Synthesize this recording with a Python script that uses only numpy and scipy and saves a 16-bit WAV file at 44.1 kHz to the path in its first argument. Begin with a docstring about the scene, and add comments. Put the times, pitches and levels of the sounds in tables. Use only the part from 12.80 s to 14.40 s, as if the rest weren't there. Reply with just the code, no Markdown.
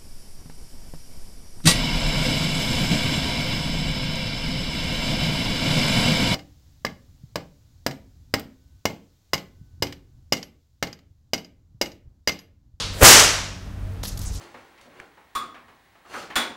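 """A walled concrete yard: the echo of an earlier, duller crack dies over a wavering motor hum, light
wind and faint hiss. A whip lash rushes up and cracks at 0.23 s, overloading the microphone; the walls
ring on and farther walls send two late echoes. Two faint far-off tones swell just after 1 s.
From 1.23 s the lash drops on the concrete: it drags, scuffs, taps, and its heavier end knocks."""
import sys
import numpy as np
from scipy import signal
from scipy.fft import rfft, irfft
from scipy.io import wavfile

SR = 44100
rng = np.random.default_rng(int(sys.argv[2]) if len(sys.argv) > 2 else 0)


def store_pcm(level_fs):
    """Save levels as 16-bit WAV."""
    pcm = np.round(np.clip(level_fs, -1, 1) * 32767).astype(np.int16)
    wavfile.write(sys.argv[1], SR, np.atleast_2d(pcm).T)


N = 70560
TIME_S = np.arange(N) / SR
CONTACT_S = TIME_S[:8192]  # time axis of one ground contact

# yard decay: f/Hz, T60/s
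YARD_T60 = [(60, .4), (250, 0.61), (1000, 0.62), (3000, .68), (6000, .62), (9000, 0.49), (12000, 0.48),
            (16000, 0.43)]
# echo spectrum of the earlier crack: f/Hz, level/dB
EARLY_ECHO_SPECTRUM = [(120, -53), (200, -18), (537, -7), (634, -18), (897, -7.5), (1940, -11),
                       (4250, -2.5), (9510, -19), (15900, -44)]
# motor partials: harmonic number, level/dB
HUM_PARTIALS = [(1, -49), (2, -37.5), (3, -53.5), (4, -49), (5, -61), (6, -57.5)]
# wind rumble: f/Hz, level/dB
WIND_SPECTRUM = [(12, -35.5), (22, -3.5), (55, 0.5), (100, -13), (200, -34.5), (400, -61.5)]
# wind envelope: t/s, level/dB
WIND_ENVELOPE = [(0.0, -33.5), (0.208, -44), (0.404, -35), (0.53, -33.5), (0.68, -41), (0.854, -39.5),
                 (1.06, -30.5), (1.136, -31.5), (1.6, -34)]
# outdoor hiss: f/Hz, level/dB
HISS_SPECTRUM = [(71, -36.5), (120, -3.5), (362, -18), (523, -20), (655, -19.5), (755, -22), (1290, -24.5),
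                 (8090, -43), (15900, -50)]
# lash rushing up to the crack: t/s, thump level/dB, swish level/dB
LASH_ENVELOPE = [(0.132, -41, -49), (.16, -41.5, -47), (.198, -35.5, -38.5), (0.204, -37, -37.5),
                 (.217, -14, -22.5), (.222, -15, -26), (.2255, -7.5, -12.5), (.229, 3, -12),
                 (0.235, -4.5, -1.5), (0.237, -10.5, -8), (0.248, -7, -36.5), (.26, -63.5, -55.5)]
# air thump of the lash: f/Hz, level/dB
THUMP_SPECTRUM = [(30, -7), (90, 0), (250, -10), (470, 1.5), (800, -8.5), (1300, -11), (2100, -10.5),
                  (3500, -19), (16000, -45)]
# swish of the lash: f/Hz, level/dB
SWISH_SPECTRUM = [(500, -48.5), (3000, -23), (7500, -7), (11000, -13), (16000, -16.5)]
# echo spectrum of the crack: f/Hz, level/dB
CRACK_ECHO_SPECTRUM = [(35, -40), (60, 2.5), (200, -3), (700, 1.5), (1470, 2), (2600, -1), (4100, -2.5),
                       (5800, 2), (8000, -0.5), (10200, -6), (13000, -14), (16000, -21.5)]
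# single echoes from farther walls: t/s, level/dB
FAR_ECHOES = [(.394, -8.5), (0.435, -19)]
# their spectrum: f/Hz, level/dB
FAR_ECHO_SPECTRUM = [(300, -11), (2000, -13), (6000, -1), (10000, -10), (16000, -24)]
# far-off tones: t/s, length/s, level/dB, f/Hz
FAR_TONES = [(1.033, 0.11, -50, 637), (1.071, 0.14, -49, 449)]
# lash dragging: t/s, level/dB
DRAG_ENVELOPE = [(1.228, -87), (1.234, -35.5), (1.3, -55.5), (1.36, -66), (1.4, -48.5), (1.5, -46.5),
                 (1.6, -58)]
# drag noise: f/Hz, level/dB
DRAG_SPECTRUM = [(300, -12), (1000, -6), (2500, -12.5), (6000, -3), (12000, -22), (16000, -22)]
# lash scuffs: t/s, length/s, level/dB, centre f/Hz, width/octaves
LASH_SCUFFS = [(1.231, 0.016, -41, 11000, .5), (1.246, 0.021, -36, 4380, .35),
               (1.246, 0.018, -37, 11000, .3), (1.265, 0.04, -37, 5300, 0.62),
               (1.268, 0.027, -37, 11200, .2), (1.295, 0.055, -47, 5500, 0.47),
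               (1.373, 0.011, -40, 11000, 0.17), (1.405, 0.045, -45, 5300, 0.71),
               (1.412, 0.022, -47, 11500, 0.13), (1.425, 0.029, -49, 13000, .25),
               (1.448, 0.047, -38, 7140, 0.31), (1.49, .04, -60, 6500, 0.3),
               (1.525, 0.067, -42, 5430, 0.59), (1.528, 0.035, -51, 11700, 0.12),
               (1.578, .03, -50, 6200, .3)]
# lash taps: t/s, level/dB, centre f/Hz, width/octaves
LASH_TAPS = [(1.2316, -30.5, 4600, 0.47), (1.2358, -34, 5000, 1.2), (1.2533, -34, 2200, 0.86),
             (1.3739, -32.5, 5040, .5), (1.3914, -32.5, 8000, .9), (1.4156, -35.5, 5500, .6),
             (1.4503, -39, 3000, 1.1), (1.5228, -43, 5960, .5)]


def amp(db):
    return 10 ** (np.asarray(db) / 20)


def unit_rms(x):
    return x / np.sqrt(np.mean(x ** 2) + 1e-20)


def at_hz(table, hz):
    """Table value, interpolated over log frequency."""
    table_hz, value = np.transpose(table)
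    return np.interp(np.log(hz + 1), np.log(table_hz + 1), value)


def noise(spectrum):
    """Noise of the given spectral shape, rms 1."""
    gain = amp(at_hz(spectrum, np.fft.rfftfreq(N, 1 / SR)))
    return unit_rms(irfft(rfft(rng.standard_normal(N)) * gain, N))


def bandpass(x, centre_hz, octaves):
    """Bell-shaped band over log frequency, rms 1."""
    hz = np.fft.rfftfreq(len(x), 1 / SR) + 1
    bell = np.exp(-.5 * (np.log2(hz / centre_hz) / octaves) ** 2)
    return unit_rms(irfft(rfft(x) * bell, len(x)))


def drift(top_hz):
    """Random wavering from 1 Hz to top_hz, rms 1."""
    rates_hz = np.geomspace(1, top_hz, num=16)
    return unit_rms(sum(np.sin(2 * np.pi * (hz * TIME_S + rng.random())) for hz in rates_hz))


def placed(x, start_s):
    return np.pad(x, (round(start_s * SR), N))[:N]


def wall_echoes(spectrum, start_s, level_db, rise_s):
    """Dense reflections build up, then each band decays at the yard's T60."""
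    hz, t, bands = signal.stft(noise(spectrum), SR, nperseg=256, noverlap=192)
    decay = amp(-60 * np.maximum(t - start_s, 0) / at_hz(YARD_T60, hz)[:, None])
    tail = signal.istft(bands * decay, SR, nperseg=256, noverlap=192)[1][:N]
    return amp(level_db) * np.clip((TIME_S - start_s) / rise_s, 0, 1) * tail


def motor_hum(pitch_hz=47.5, pitch_waver=0.021, waver_db=2.5):
    """Motor harmonics waver together in pitch, separately in level."""
    cycles = np.cumsum(pitch_hz * (1 + pitch_waver * drift(top_hz=5.5))) / SR
    hum = np.zeros(N)
    for harmonic, db in HUM_PARTIALS:
        peak = np.sqrt(2) * amp(db + waver_db * drift(top_hz=8))
        hum += peak * np.sin(2 * np.pi * (harmonic * cycles + rng.random()))
    return hum


def wind(gust_db=2.0):
    """Low rumble with gusts."""
    level_db = np.interp(TIME_S, *np.transpose(WIND_ENVELOPE)) + gust_db * drift(top_hz=33)
    return amp(level_db) * noise(WIND_SPECTRUM)


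def outdoor_hiss(level_db=-43.5):
    """Steady noise floor."""
    return amp(level_db) * noise(HISS_SPECTRUM)


def lash_rush():
    """Air thump and swish as the tip speeds up and snaps."""
    t, thump_db, swish_db = np.transpose(LASH_ENVELOPE)
    thump = amp(np.interp(TIME_S, t, thump_db, -99, -99)) * noise(THUMP_SPECTRUM)
    swish = amp(np.interp(TIME_S, t, swish_db, -99, -99)) * noise(SWISH_SPECTRUM)
    return thump + swish


def shock(start_s=.225, cycle_s=.0125):
    """Deep pressure swing of the crack: suction, then push."""
    progress = np.clip((TIME_S - start_s) / cycle_s, 0, 1)
    return -np.sin(2 * np.pi * progress) * np.sin(np.pi * progress) ** .5


def far_echoes(rise_s=.003, t60_s=0.11):
    """Farther walls return the crack as short, late bursts."""
    envelope = np.zeros(N)
    for start_s, db in FAR_ECHOES:
        age_s = np.maximum(TIME_S - start_s, 0)
        envelope += amp(db - 60 * age_s / t60_s) * np.minimum(age_s / rise_s, 1)
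    return envelope * noise(FAR_ECHO_SPECTRUM)


def far_tones():
    """Soft swells, each of one pitch."""
    tones = np.zeros(N)
    for start_s, length_s, db, hz in FAR_TONES:
        swell = np.sin(np.pi * np.clip((TIME_S - start_s) / length_s, 0, 1))
        tones += amp(db) * swell * np.sin(2 * np.pi * hz * TIME_S)
    return tones


def drag():
    """Continuous friction of the lash on concrete."""
    level_db = np.interp(TIME_S, *np.transpose(DRAG_ENVELOPE), left=-120)
    return amp(level_db) * noise(DRAG_SPECTRUM)


def scuff(start_s, length_s, level_db, centre_hz, octaves, grit_db=5):
    """The lash scrapes over grit: a swell of spiky band noise."""
    grit = rng.standard_normal(len(CONTACT_S))
    grit *= amp(grit_db * np.minimum(rng.exponential(1, len(grit)), 4))
    swell = np.sin(np.pi * np.clip(CONTACT_S / length_s, 0, 1)) ** .6
    return placed(amp(level_db) * swell * bandpass(grit, centre_hz, octaves), start_s)


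def tap(start_s, level_db, centre_hz, octaves, t60_s=0.029):
    """The lash hits concrete: a fast-decaying noise burst."""
    burst = bandpass(rng.standard_normal(len(CONTACT_S)), centre_hz, octaves)
    return placed(amp(level_db - 60 * CONTACT_S / t60_s) * burst, start_s)


def knock(start_s=1.2362, level_db=-19.5, hz=570, t60_s=0.0058):
    """The heavier end of the lash lands: one damped tone."""
    envelope = amp(level_db - 60 * CONTACT_S / t60_s)
    return placed(-envelope * np.cos(2 * np.pi * hz * CONTACT_S), start_s)


def lash_on_ground(echo_db=-11.5):
    """All ground contacts, with a little yard echo."""
    taps = sum(tap(*row) for row in LASH_TAPS)
    scuffs = sum(scuff(*row) for row in LASH_SCUFFS)
    direct = drag() + scuffs + taps + knock()
    flat_spectrum = [(200, 0), (16000, 0)]
    yard = wall_echoes(flat_spectrum, start_s=0.0066, level_db=0, rise_s=0.0094)
    return direct + amp(echo_db) * signal.fftconvolve(direct, yard / np.linalg.norm(yard))[:N]


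def scene():
    echoes = wall_echoes(CRACK_ECHO_SPECTRUM, start_s=.24, level_db=6.26, rise_s=0.014) + far_echoes()
    early_echo = wall_echoes(EARLY_ECHO_SPECTRUM, start_s=-.02, level_db=-24, rise_s=.005)
    whip = lash_rush() + shock() + echoes + lash_on_ground()
    background = motor_hum() + wind() + outdoor_hiss() + far_tones()
    return (early_echo + whip + background)[None]


def record(dry):
    """The input stage clips hard; a low-pass follows."""
    ceiling, knee, cutoff_hz = 0.67, 18, 15800
    clipped = dry / (1 + abs(dry / ceiling) ** knee) ** (1 / knee)
    lowpass = signal.firwin(511, cutoff_hz, window=("kaiser", 9), fs=SR)
    return signal.oaconvolve(clipped, lowpass[None], "same")


dry = scene()
out = record(dry)
store_pcm(out)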